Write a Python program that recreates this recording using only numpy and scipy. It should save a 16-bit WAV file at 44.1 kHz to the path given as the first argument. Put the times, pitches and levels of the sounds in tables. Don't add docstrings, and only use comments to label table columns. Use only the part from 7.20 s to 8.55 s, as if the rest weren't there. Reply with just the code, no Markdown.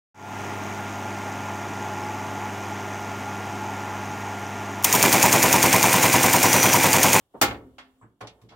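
import sys
import numpy as np
from scipy import signal
from scipy.fft import rfft, irfft
from scipy.io import wavfile

SR = 44100
rng = np.random.default_rng(int(sys.argv[2]) if len(sys.argv) > 2 else 0)


def log_audio(samples):
    frames = np.atleast_2d(samples).T
    limited = np.clip(frames, -1, 1)
    pcm = np.round(limited * 32767).astype(np.int16)
    wavfile.write(sys.argv[1], SR, pcm)


N = 59535
T = np.arange(N) / SR
FREQS = np.maximum(np.fft.rfftfreq(N, 1 / SR), 1)
BAND_CENTRES_HZ = 31.25 * 2 ** (np.arange(28) / 3)

# frequency in Hz, correlation, left minus right in dB.
PORTS = [(60, .96, -1.8), (350, .95, 0), (700, .8, -.2), (1400, .2, .7), (2800, -.1, -1.3),
         (5600, -.05, -1.2), (10000, 0, 0), (14000, .05, 4.4)]
# frequency in Hz, octave-band level in dB before the gain below.
ROOM_SPECTRUM = [(30, -86.5), (60, -76), (130, -80), (300, -77.5), (1000, -79), (2000, -87.5),
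                 (2600, -86.5), (3200, -78), (4000, -85), (5500, -88), (8000, -81.5), (13000, -82.5)]
# time in seconds, gain in dB.
ROOM_GAIN = [(0, 2), (.09, -7), (.18, 5), (.5, -0.5), (.75, -2), (.97, -10.5), (1.12, -0.5), (1.35, -4)]
# frequency in Hz, T60 (time to fall 60 dB) in seconds.
EARLY_DECAY = [(60, 0.17), (300, 0.15), (1000, 0.18), (3000, 0.2), (7000, 0.11), (14000, 0.092)]
# frequency in Hz, T60 in seconds, dB against the early ring.
LATE_DECAY = [(60, .9, -7), (300, 0.73, -14.5), (1000, 0.46, -13.5), (2800, 0.31, -15), (7000, 0.22, -13),
              (14000, 0.28, -21.5)]
# start and rise in seconds, third-octave passband level in dB,
# low and high edge in Hz, treble fall in dB per octave, factor on the decay times.
KNOCKS = [(.138, 0.014, -47.5, 300, 876, 21, 0.96), (0.175, .004, -59, 280, 756, 18.5, 0.7),
          (0.582, .002, -52, 765, 3700, 12.5, 1.16), (.812, 0.02, -59.5, 950, 1470, 23.5, 1.08),
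          (.828, .015, -59, 258, 326, 21, 2.6), (1.0055, 0.0067, -46.5, 486, 1400, 6.5, 1.09),
          (1.029, 0.0049, -50.5, 328, 820, 25, 1.48), (1.07, 0.0027, -49.5, 3030, 5900, 22, 0.75),
          (1.177, 0.017, -75.5, 350, 1182, 17, 1.8), (1.2143, 0.0023, -73, 1860, 8000, 4, 1.26),
          (1.229, 0.0093, -61.5, 197.4, 424.5, 25, 3.6), (1.286, 0.0079, -62.5, 2870, 4940, 21, 1.8),
          (1.301, 0.028, -59.5, 486, 1340, 17.5, 1.8)]
# start and rise in seconds, gain in dB, tilt in dB per octave.
LANDINGS = [(.2126, .003, -26, 0.07), (0.221, .001, -27.5, -0.82)]
# frequency in Hz, relative third-octave level in dB.
LANDING_SPECTRUM = [(30, -51), (70, -26), (190, -19), (310, -5), (560, -10.5), (820, -2), (1000, -4),
                    (1400, -1), (2500, -3), (4500, -2.5), (7500, 1.5), (10500, -4.5), (14500, 3.5)]
# frequency in Hz, level in dB, T60 in seconds.
CASING_MODES = [(112.3, -34.5, 0.6), (276.4, -32, 0.36), (308, -30.5, .42), (522.3, -35, 0.54),
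                (643, -34.5, 0.24), (811, -21.5, .3), (859.5, -24, 0.24), (1152, -31, 0.1),
                (1310, -23, 0.26), (1401, -24.5, .2), (1827, -30, .27), (2113, -26.5, 0.28),
                (2472, -28, .24)]
# frequency in Hz, level in dB, T60 in seconds.
ROCKING_MODES = [(56.7, -52.5, 0.73), (70.5, -45, 0.76), (124, -47.5, 0.27)]
# frequency in Hz, level in dB, free T60 in seconds.
SIDE_PANEL_MODES = [(260, -48.5, 2.04), (400, -54, 1.36)]
# start in seconds, gain in dB.
RATTLES = [(.279, -43), (.308, -43), (0.344, -54)]
# frequency in Hz, relative third-octave level in dB.
RATTLE_SPECTRUM = [(60, -26.5), (350, 2), (1500, 1), (3500, -2.5), (7000, -22.5), (14000, -44)]
# start in seconds, gain in dB.
SNAPS = [(.582, -50.5), (1.072, -58.5), (1.289, -60)]
# frequency in Hz, relative level in dB, T60 in seconds.
CATCH_MODES = [(840, -3.5, 0.15), (1315, -6, 0.27), (1810, -9.5, 0.36), (2155, 1, 0.2), (3313, 0.5, 0.21)]
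# start and rise in seconds, level in dB.
SQUEAKS = [(0.78, 0.0043, -76), (.805, 0.019, -72)]
# start in seconds, cabinet gain in dB, lid gain in dB.
THUMPS = [(.812, -49.5, -60), (1.008, -42.5, -44), (1.215, -48.5, -67.5), (1.31, -54.5, -65)]
# frequency in Hz, relative level in dB, T60 in seconds.
CABINET_MODES = [(59.9, -13.5, 0.48), (114, 0.5, 0.27), (179.8, -10.5, 0.31)]
# frequency in Hz, relative level in dB, T60 in seconds.
LID_MODES = [(428, -2, 0.2), (704, -1.5, 0.24), (995, 1.5, 0.19), (1080, 4, 0.17), (1194, -1, 0.21)]


def undb(db):
    return 10 ** (np.asarray(db) / 20)


def at(table, hz, column=1):
    rows = np.array(table, float)
    return np.interp(np.log(hz), np.log(rows[:, 0]), rows[:, column])


def pan(db):
    return undb(np.array([[db], [-db]]) / 2)


def envelope(start, rise, t60):
    age = T - start
    attack = np.clip(age / max(rise, 1e-4), 0, 1)
    return attack * np.exp(-np.log(1000) * np.maximum(age - rise, 0) / t60)


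def noise_bands(ripple_db=0):
    knots_hz = np.linspace(0, SR / 2, 900)
    mid, side = rfft(rng.standard_normal((2, N)))
    ripple = undb(ripple_db * np.interp(FREQS, knots_hz, rng.standard_normal(len(knots_hz))))
    correlation = np.clip(at(PORTS, FREQS), -.99, .99)
    stereo = mid * np.sqrt(1 + correlation) + side * np.sqrt(1 - correlation) * np.array([[1], [-1]])
    width_octaves = 1 / 3
    for hz in BAND_CENTRES_HZ:
        window = np.cos(np.pi / 2 * np.clip(np.log2(FREQS / hz) / width_octaves, -1, 1))
        band = irfft(stereo * ripple * window, N)
        yield hz, band * np.sqrt(width_octaves) / band.std() * pan(at(PORTS, hz, column=2))


def room_noise():
    noise = sum(undb(at(ROOM_SPECTRUM, hz)) * band for hz, band in noise_bands())
    return noise * undb(np.interp(T, *np.array(ROOM_GAIN).T))


def struck_panel(start, rise, levels_db, decay_factor=1):
    rise_cycles = 2.9
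    out = 0
    for (hz, band), db in zip(noise_bands(ripple_db=4), levels_db):
        swell = max(rise, rise_cycles / hz)
        early = envelope(start, swell, decay_factor * at(EARLY_DECAY, hz))
        late = envelope(start, swell, decay_factor * at(LATE_DECAY, hz))
        shape = np.hypot(early, undb(at(LATE_DECAY, hz, column=2)) * late)
        ring = band * shape
        out += undb(db) * ring * np.sqrt(np.mean(shape ** 2) / np.mean(ring ** 2))
    return out


def rolloff_db(ratio, db_per_octave):
    return -10 * np.log10(1 + undb(db_per_octave * np.log2(ratio)) ** 2)


def knocks():
    out = 0
    for start, rise, db, low_hz, high_hz, treble_fall, decay_factor in KNOCKS:
        bass_db = rolloff_db(low_hz / BAND_CENTRES_HZ, db_per_octave=14)
        treble_db = rolloff_db(BAND_CENTRES_HZ / high_hz, treble_fall)
        out += struck_panel(start, rise, db + bass_db + treble_db, decay_factor)
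    return out


def modes(table, start, rise=.0036):
    out = 0
    for hz, db, t60 in table:
        half_turns, side = rng.uniform(-1.2, 1, 2)
        port_shift = np.sign(side) * np.arccos(at(PORTS, hz)) * np.array([[.5], [-.5]])
        phase = 2 * np.pi * hz * (T - start) + np.pi * half_turns
        out += undb(db) * envelope(start, rise, t60) * np.sin(phase + port_shift)
    return out


def slam():
    out = 0
    for start, rise, db, tilt in LANDINGS:
        spectrum_db = at(LANDING_SPECTRUM, BAND_CENTRES_HZ) + tilt * np.log2(BAND_CENTRES_HZ / 1000)
        out += struck_panel(start, rise, db + spectrum_db)
    return out + modes(CASING_MODES, start=LANDINGS[0][0])


def rocking():
    return modes(ROCKING_MODES, start=LANDINGS[-1][0], rise=.085)


def waver(rate_hz):
    passband = np.exp(-(FREQS / rate_hz) ** 2) * (FREQS > rate_hz / 2)
    wander = irfft(rfft(rng.standard_normal(N)) * passband, N)
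    return wander / wander.std()


def side_panel_hum():
    waver_db, touch_s, touch_t60_s = 3.5, .805, .3
    gain_db = waver_db * waver(rate_hz=9) - 60 * np.maximum(T - touch_s, 0) / touch_t60_s
    return modes(SIDE_PANEL_MODES, start=LANDINGS[-1][0], rise=.063) * undb(gain_db)


def rattles():
    spectrum_db = at(RATTLE_SPECTRUM, BAND_CENTRES_HZ)
    return sum(struck_panel(start, rise=.0027, levels_db=db + spectrum_db, decay_factor=.59)
               for start, db in RATTLES)


def catch_snaps():
    return sum(undb(db) * modes(CATCH_MODES, start, rise=.0025) for start, db in SNAPS)


def catch_squeaks():
    centre_hz, half_width_hz = 7750, 450
    friction = rfft(rng.standard_normal((2, N)))
    squeak = irfft(friction / (1 + ((FREQS - centre_hz) / half_width_hz) ** 2), N)
    level = sum(undb(db) * envelope(start, rise, t60=.16) for start, rise, db in SQUEAKS)
    return squeak / squeak.std() * level


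def thumps():
    out = 0
    for start, cabinet_db, lid_db in THUMPS:
        out += undb(cabinet_db) * modes(CABINET_MODES, start, rise=.027)
        out += undb(lid_db) * modes(LID_MODES, start)
    return out


def scene():
    closing = slam() + rocking() + side_panel_hum() + rattles()
    handling = knocks() + catch_snaps() + catch_squeaks() + thumps()
    return room_noise() + closing + handling * pan(db=-1)


def record(dry):
    cutoff_hz = 15950
    return signal.sosfilt(signal.ellip(10, .2, 80, cutoff_hz, fs=SR, output="sos"), dry)


dry = scene()
out = record(dry)
log_audio(out)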